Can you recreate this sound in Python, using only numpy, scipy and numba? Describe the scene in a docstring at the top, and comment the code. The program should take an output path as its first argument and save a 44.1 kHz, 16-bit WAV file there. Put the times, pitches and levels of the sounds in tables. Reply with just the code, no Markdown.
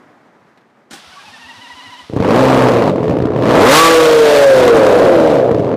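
"""A paved street with low town noise, one microphone just behind the tailpipes of a V12 sports car.
The starter whines and whirrs, the engine catches, flares and sinks to a lumpy idle; one hard blip runs down
in a burble. Each firing rings the exhaust and pushes out turbulent gas, while single harmonics
howl as they sweep through its resonances. A limiter and an overloaded input flatten the loud parts."""
import sys
import numpy as np
from scipy import signal
from scipy.fft import rfft, irfft
from scipy.io import wavfile
from scipy.ndimage import uniform_filter1d
from numba import njit

SR = 44100
rng = np.random.default_rng(int(sys.argv[2]) if len(sys.argv) > 2 else 0)


def store_wav(level_fs):
    """Save 16-bit WAV to argv[1]."""
    pcm = np.round(np.clip(np.atleast_2d(level_fs), -1, 1) * 32767)
    wavfile.write(sys.argv[1], SR, pcm.T.astype(np.int16))


N = 254016
TIME = np.arange(N) / SR  # s
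FREQS = np.maximum(np.arange(N + 1) * SR / (2 * N), 1)  # Hz, for a double-length spectrum

# Street: spectrum of the town noise [pitch_hz, level_db]
STREET_COLOUR = [(30, -52), (100, -11.5), (250, -2.5), (450, -7.5), (800, -7.5), (1900, -14.5), (2800, -26),
                 (6200, -35.5), (15000, -51)]
# Faint ticks in the street [start_s, level_db]
TICKS = [(0.5744, -50), (0.6094, -58), (0.6994, -62)]
# Town noise: level at the start, and its slope until the starter covers it
STREET_DB, STREET_DB_PER_S = -46.5, -7

# Starter: switched on, let go, and the decay of its whine
STARTER_ON_S, STARTER_OFF_S, STARTER_RELEASE_S = 0.9, 2.01, 0.027
# Rate at which its gear teeth mesh: at switch-on, at cranking speed, and the time constant between
MESH_START_HZ, MESH_HZ, SPIN_UP_S = 380, 1006, 0.27
WHINE_DB, WHINE_DB_PER_OCTAVE = -42, 24  # base level at cranking speed, slope with mesh rate
WHIRR_DB, WHIRR_ATTACK_S, WHIRR_RELEASE_S = -42, 0.016, 0.2  # the turning engine
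# Partials of the gear whine [multiple_of_mesh_rate, level_db]
GEAR_PARTIALS = [(.27, -7), (1, .5), (2, 2), (3, -1.5), (4, -8)]
# Spectrum of the whirr [pitch_hz, level_db]
WHIRR_COLOUR = [(50, -54), (110, -13.5), (210, -10), (400, -17), (800, -4), (1200, -5.5), (2300, -9.5),
                (3200, -6.5), (5500, -13), (7000, -21), (10000, -24.5), (15000, -40)]
# The starter pinion snaps in [start_s, level_db, decay_s]
CLACKS = [(0.909, -33.5, 0.037), (0.932, -34.5, 0.029)]
# Spectrum of that snap [pitch_hz, level_db]
CLACK_COLOUR = [(47, -39), (80, -23), (229, 8.5), (613, -11), (684, -15), (797, 2), (930, -18), (1010, -12),
                (1470, 0), (2660, -8), (3780, -7), (8300, -10), (15000, -28)]
# Unfired air puffs and whistles out of the pipes [centre_s, pitch_hz, level_db]
AIR_PUFFS = [(1.085, 80, -52), (1.181, 1137, -36), (1.295, 100.5, -51), (1.458, 80, -51), (1.588, 105, -48),
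             (1.745, 79.6, -52), (1.883, 106, -47), (2.041, 81, -51.5)]

# Engine speed, as firings of one six-cylinder bank [time_s, bank_hz]
SPEED = [(2.09, 25.11), (2.402, 65.65), (2.568, 65.43), (2.785, 58.6), (3.002, 41.9), (3.198, 29.66),
         (3.29, 29.18), (3.425, 44.35), (3.518, 63.58), (3.742, 150.2), (3.801, 163.6), (3.886, 165.4),
         (4.215, 152.5), (4.43, 140.3), (4.607, 127.0), (4.85, 104.9), (5.325, 73.85), (5.592, 50.35),
         (5.76, 37.68)]
# How hard the engine burns, about 0 throttle shut, 1 wide open [time_s, load]
LOAD = [(2.14, 0.79), (2.31, 0.95), (2.68, 0.89), (2.74, 0.7), (2.89, 0.7), (2.94, -0.068), (3.1, 0.56),
        (3.31, 0.13), (3.5, 0.9), (3.66, 0.81), (3.76, 1.21), (3.84, 0.93), (3.92, 0.51), (4.15, .25),
        (4.38, 0.44), (5.35, 0.35), (5.5, -0.23), (5.76, 0.13)]
# Unevenness of combustion at each engine speed [bank_hz, scatter_db]
SCATTER = [(30, 3), (65, 1.93), (118, 5.5), (134, 3.06)]
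CATCH_S, CATCH_RISE_S = 2.102, 0.21  # the first burn, and how soon the exhaust builds up
CRUISE_HZ = 80  # bank rate to which the layer laws refer

# Exhaust resonances [pitch_hz, width_hz, level_db]
PIPE_RESONANCES = [(126.4, 13, 7), (186, 88, -1), (303, 135, 5.5), (428, 40, 8), (501, 10, 3.5),
                   (577, 23, -29), (880, 600, -16.5), (1100, 580, -8)]
# Spectra of the gas leaving the pipes [pitch_hz, level_db]
RASP_COLOUR = [(100, -68), (400, -44), (750, 8.5), (1150, 9.5), (1400, 4), (2100, -6.5), (3000, -12.5),
               (5000, -69)]
HISS_COLOUR = [(200, -72), (1200, 6.5), (2500, 1.5), (3900, -1), (5000, -6.5), (8000, -15.5), (15000, -27)]
FIZZ_HZ = 7900  # lower edge of the finest hiss, from the fastest gas
STIR_DB = 2.5  # boom and rasp gained per dB of scatter between firings
# Sharp pipe resonances where a passing harmonic howls [pitch_hz, width_hz, level_db, full_load_change_db]
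HOWL_RESONANCES = [(116.7, 58, -23.5, 6), (155.6, 22, -26.5, 1), (221, 17, -47, 29), (259, 38, -35, 17),
                   (343, 53, -18, 1), (458.2, 51.4, -9.5, -4.5), (540.6, 64.4, -6.5, -5),
                   (597, 16, -32, -11), (722, 33, -19.5, -9), (859, 180, -28.5, 11.5)]
# Harmonics that feed the howls [multiple_of_bank_rate, level_db]
HARMONICS = [(1, -4.5), (2, -1), (3, 2.5), (4, 4), (5, -1.5), (6, 1), (7, -3), (8, -2), (9, -13.5),
             (11, -8), (12, -8.5), (13, -15), (14, -7)]
# A high resonance that one harmonic reaches at peak revs
SCREAM_HZ, SCREAM_WIDTH_HZ, SCREAM_ORDER = 1153.4, 104.5, 7
# Single hard firings [start_s, peak_db]
HARD_FIRINGS = [(2.098, -16.5), (2.135, -9), (2.164, -2), (2.202, 2.5), (2.931, -18), (3.033, -11),
                (3.096, -1), (3.13, -12), (3.187, -5), (3.223, -3), (3.255, -1.5), (5.498, -29),
                (5.513, 0.5), (5.547, -3), (5.585, -16), (5.596, -3.5)]

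# How each layer grows with speed and load
# [unloaded_cruise_db, slope_db_per_octave, loss_db_per_squared_octave, full_load_db]
BOOM_LAW = (-9, -2, 2, 5.5)
DRONE_LAW = (-10, 5.5, 9.5, 0.5)
RASP_LAW = (-18.5, 2, 4.4, 16.5)
HISS_LAW = (-33.5, 12, -0.5, 14.5)
FIZZ_LAW = (-50, 19, 2, 19)
HOWL_LAW = (-1.5, 6.5, 2.1, 2)
SCREAM_LAW = (-19.5, 4.5, 9.4, 23)

LIMIT_DB, LIMIT_S = -2, 0.0064  # level at which the recorder turns itself down, and how fast
TOP_HZ = 15400


def undb(db):
    """Decibels to gain."""
    return 10 ** (np.asarray(db) / 20)


def curves(table):
    """Each column of a table, joined by straight lines in time."""
    s, *columns = np.transpose(table)
    return [np.interp(TIME, s, column) for column in columns]


def unit(x):
    """Scale to rms 1."""
    return x / np.sqrt(np.mean(x ** 2))


def even(x, size=3500):
    """Hold the running rms near 1 over a window in samples, keeping the fast beats."""
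    smoothed = uniform_filter1d(uniform_filter1d(x ** 2, size), size // 2)
    floor = np.mean(x ** 2) / 10 ** 4  # keeps near-silence from being lifted
    return x / np.sqrt(np.maximum(smoothed, 0) + floor)


def colour(x, points):
    """Filter by a spectrum of (Hz, dB) points, joined on a logarithmic pitch scale."""
    hz, db = np.transpose(points)
    gain = undb(np.interp(np.log(FREQS), np.log(hz), db))
    return irfft(rfft(x, 2 * N) * gain)[:N]


def noise(points):
    """Coloured noise of rms 1."""
    return unit(colour(rng.standard_normal(N), points))


def walk(rate):
    """Smooth random drift with a spread near 1, given `rate` fresh values a second."""
    k = int(SR / rate)
    steps = np.repeat(rng.standard_normal(N // k + 1), k)
    return 1.3 * uniform_filter1d(uniform_filter1d(steps, k), k)[:N]


def fade(x, decay_s):
    """Give every pulse an exponential tail."""
    return signal.lfilter([1], [1, -np.exp(-1 / (SR * decay_s))], x)


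def strikes(times, sizes):
    """Pulses at the given times, each shared between two samples."""
    out = np.zeros(N)
    place = np.clip(np.asarray(times) * SR, 0, N - 2)
    np.add.at(out, place.astype(int), sizes * (1 - place % 1))
    np.add.at(out, place.astype(int) + 1, sizes * (place % 1))
    return out


def gate(on_s, attack_s, off_s=np.inf, release_s=1):
    """Straight attack, hold and exponential release."""
    return np.clip((TIME - on_s) / attack_s, 0, 1) * np.exp(-np.maximum(TIME - off_s, 0) / release_s)


def resonance(hz, centre_hz, width_hz):
    """Gain of one resonance for a tone at hz."""
    return 1 / (1 + (2 * (hz - centre_hz) / width_hz) ** 2)


@njit
def highpass(x, edge_hz):
    """State-variable high-pass with a moving edge."""
    damping = 1.2
    out, band, low = np.empty(len(x)), 0., 0.
    for i in range(len(x)):
        g = np.tan(np.pi * edge_hz[i] / SR)
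        v = (band + g * (x[i] - low)) / (1 + g * (g + damping))
        out[i] = x[i] - damping * v - low - g * v
        band, low = 2 * v - band, low + 2 * g * v
    return out


def street(tick_s=0.011):
    """A low, restless wash of town noise with a few faint ticks."""
    wash_db = STREET_DB + STREET_DB_PER_S * np.minimum(TIME, STARTER_ON_S)
    s, tick_db = np.transpose(TICKS)
    ticks = fade(strikes(s, undb(tick_db)), tick_s) * noise(HISS_COLOUR)
    return noise(STREET_COLOUR) * undb(wash_db + walk(27.3)) + ticks


def air_puffs(width_s=0.017):
    """Unfired air leaves the pipes in short, smoothly swelling tones."""
    air = np.zeros(N)
    for s, hz, db in AIR_PUFFS:
        swell = np.exp(-((TIME - s) / width_s) ** 2)
        air += undb(db) * swell * np.sin(2 * np.pi * hz * (TIME - s))
    return np.sqrt(2) * air


def pinion_clack():
    """The pinion snaps into mesh: short decaying bursts of metallic noise."""
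    bursts = sum(fade(strikes([s], undb(db)), decay_s) for s, db, decay_s in CLACKS)
    return bursts * noise(CLACK_COLOUR)


def starter(throb_db=2.0, sag_share=0.038, jitter=0.015, rough_db=4.5):
    """Gears whine and the engine whirrs; every compression stroke drags the motor down, then lets it leap."""
    spin_up = np.exp(-np.maximum(TIME - STARTER_ON_S, 0) / SPIN_UP_S)
    mesh_hz = MESH_HZ - (MESH_HZ - MESH_START_HZ) * spin_up
    whine_db = WHINE_DB + WHINE_DB_PER_OCTAVE * np.log2(mesh_hz / MESH_HZ)
    stroke = 2 * np.pi * 13.8 * (TIME - 1.645)  # 13.8 compression strokes a second
    load_db = throb_db * np.cos(stroke)
    sag = sag_share * (np.sin(stroke) - np.sin(2 * stroke) / 3)
    phase = np.cumsum(mesh_hz * (1 - sag + jitter * walk(350))) / SR
    whine = sum(undb(db + rough_db * walk(90)) * np.sin(2 * np.pi * k * phase) for k, db in GEAR_PARTIALS)
    whine = whine * undb(whine_db + load_db)
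    whine = whine * gate(STARTER_ON_S, WHIRR_ATTACK_S, STARTER_OFF_S, STARTER_RELEASE_S)
    whirr = noise(WHIRR_COLOUR) * undb(WHIRR_DB + 0.2 * load_db + 0.47 * walk(200))
    whirr = whirr * gate(STARTER_ON_S, WHIRR_ATTACK_S, STARTER_OFF_S, WHIRR_RELEASE_S)
    return whine + whirr + pinion_clack() + air_puffs()


def drive(law):
    """Gain of a layer from the engine's speed and load."""
    cruise_db, per_octave_db, bend_db, load_db = law
    octaves = np.log2(curves(SPEED)[0] / CRUISE_HZ)
    load = curves(LOAD)[0]
    return undb(cruise_db + per_octave_db * octaves - bend_db * octaves ** 2 + load_db * load)


def pipe(x, muffler_hz=950, mouth_hz=75):
    """Ring the exhaust; the silencer takes the treble and the open end radiates no deep bass."""
    response = 0
    for hz, width_hz, db in PIPE_RESONANCES:
        response = response + undb(db) / (1 + 1j * (FREQS ** 2 - hz ** 2) / (FREQS * width_hz))
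    rung = irfft(rfft(x, 2 * N) * response)[:N]
    return signal.sosfilt(signal.butter(2, [mouth_hz, muffler_hz], "band", fs=SR, output="sos"), rung)


def chamber(x, hz=570, width_hz=190):
    """One steep resonance of the silencer."""
    edges_hz = [hz - width_hz / 2, hz + width_hz / 2]
    return signal.sosfilt(signal.butter(2, edges_hz, "band", fs=SR, output="sos"), x)


def pops(crack_db=-25, crack_s=0.0037, push_s=0.0012):
    """Hard single firings shove the pipe with a soft-edged push and spit."""
    s, db = np.transpose(HARD_FIRINGS)
    blows = strikes(s, undb(db))
    ring_peak = np.abs(pipe(fade(strikes([0], 1), push_s))).max()  # of one unit blow
    thump = pipe(fade(blows, push_s)) / ring_peak
    return thump + undb(crack_db) * fade(blows, crack_s) * noise(HISS_COLOUR)


def howls(phase, bank_hz, waver_db=1.35):
    """Harmonics swell and fade as the revs carry them through the pipe resonances; one screams at the top."""
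    howl, load = np.zeros(N), curves(LOAD)[0]
    rings = [(hz, width_hz, undb(db + load_db * load)) for hz, width_hz, db, load_db in HOWL_RESONANCES]
    for order, order_db in HARMONICS:
        order = round(order)
        ring = sum(gain * resonance(order * bank_hz, hz, width_hz) for hz, width_hz, gain in rings)
        howl -= ring * undb(order_db + waver_db * walk(30)) * np.sin(2 * np.pi * order * phase)
    scream = resonance(SCREAM_ORDER * bank_hz, SCREAM_HZ, SCREAM_WIDTH_HZ)
    scream = scream * np.sin(2 * np.pi * SCREAM_ORDER * phase)
    return np.sqrt(2) * (howl * drive(HOWL_LAW) + scream * drive(SCREAM_LAW))


def firings(phase, scatter, bank_db=4, timing=0.0152):
    """Twelve cylinders fire in turn; the near bank is louder, and uneven burns vary in strength and moment."""
    count = np.arange(int(2 * phase[-1]))  # the two banks alternate
    times = np.interp(count / 2, phase, TIME)
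    chance = rng.standard_normal((len(count), 2))  # moment, strength
    scatter_db = np.interp(times, TIME, scatter)
    cylinder_db = np.array([1, -2, 2, 0, -3, 1, 2, -1, 3, -2, -3, 0])[count % 12]
    # timing: share of a firing interval per dB of scatter
    times = np.interp(count / 2 + timing * scatter_db * chance[:, 0] / 2, phase, TIME)
    strength_db = cylinder_db - bank_db * (count % 2) + scatter_db * np.clip(chance[:, 1], -2, 2)
    return strikes(times, undb(strength_db))


def exhaust(phase, bank_hz, turbulence=0.18, puff_s=0.0039, rasp_click=0.19, jet=0.62, stream=0.9, edge=0.96):
    """Each firing sends a pressure pulse and a puff of turbulent gas down the pipes."""
    scatter_db = np.interp(bank_hz, *np.transpose(SCATTER))
    pulses = firings(phase, scatter_db)
    puffs = even(fade(pulses, puff_s))
    # gas keeps streaming between the puffs
    gas = (puffs + stream) * rng.standard_normal(N) / 2
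    # uneven burns stir the gas
    stirred_gas = turbulence * undb(1.46 * (scatter_db - 4.5)) * gas
    # little sound lies below the firing rate
    boom = highpass(pipe(pulses + stirred_gas), edge * 2 * bank_hz)
    drone = chamber((puffs + stream) * rng.standard_normal(N))
    rasp = colour(rasp_click * pulses + gas, RASP_COLOUR)
    hiss = (puffs + jet) * noise(HISS_COLOUR)
    fizz = highpass((puffs + jet) * noise(HISS_COLOUR), np.full(N, float(FIZZ_HZ)))
    stir = undb(STIR_DB * (scatter_db - scatter_db.max()))
    lows = even(boom, size=1800) * stir * drive(BOOM_LAW) + even(drone, size=1200) * drive(DRONE_LAW)
    highs = even(rasp) * stir * drive(RASP_LAW) + even(hiss) * drive(HISS_LAW) + even(fizz) * drive(FIZZ_LAW)
    return lows + highs


def engine(flutter=0.00215):
    """The running engine, its speed never quite steady: exhaust, howling harmonics and hard firings."""
    bank_hz, = curves(SPEED)
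    phase = np.cumsum(bank_hz * (1 + flutter * walk(25))) / SR  # in firings of one bank
    running = exhaust(phase, bank_hz) + howls(phase, bank_hz)
    return gate(CATCH_S, CATCH_RISE_S) * running + pops()


def scene():
    """Street, starter and engine reach one microphone, the same in both channels."""
    return np.tile(street() + starter() + engine(), (2, 1))


def record(dry):
    """A limiter holds the level and the input flattens the peaks; the deepest bass and the top are cut."""
    power = fade(dry ** 2, LIMIT_S) / (LIMIT_S * SR)
    held = dry / (1 + (power / undb(LIMIT_DB) ** 2) ** 2) ** 0.25
    ceiling, knee = 0.72, 6  # peak level, hardness of the flattening
    clipped = held / (1 + np.abs(held / ceiling) ** knee) ** (1 / knee)
    clipped = signal.sosfilt(signal.butter(1, 25, "high", fs=SR, output="sos"), clipped)
    return signal.sosfilt(signal.ellip(10, 0.1, 80, TOP_HZ, fs=SR, output="sos"), clipped)


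dry = scene()
out = record(dry)
store_wav(out)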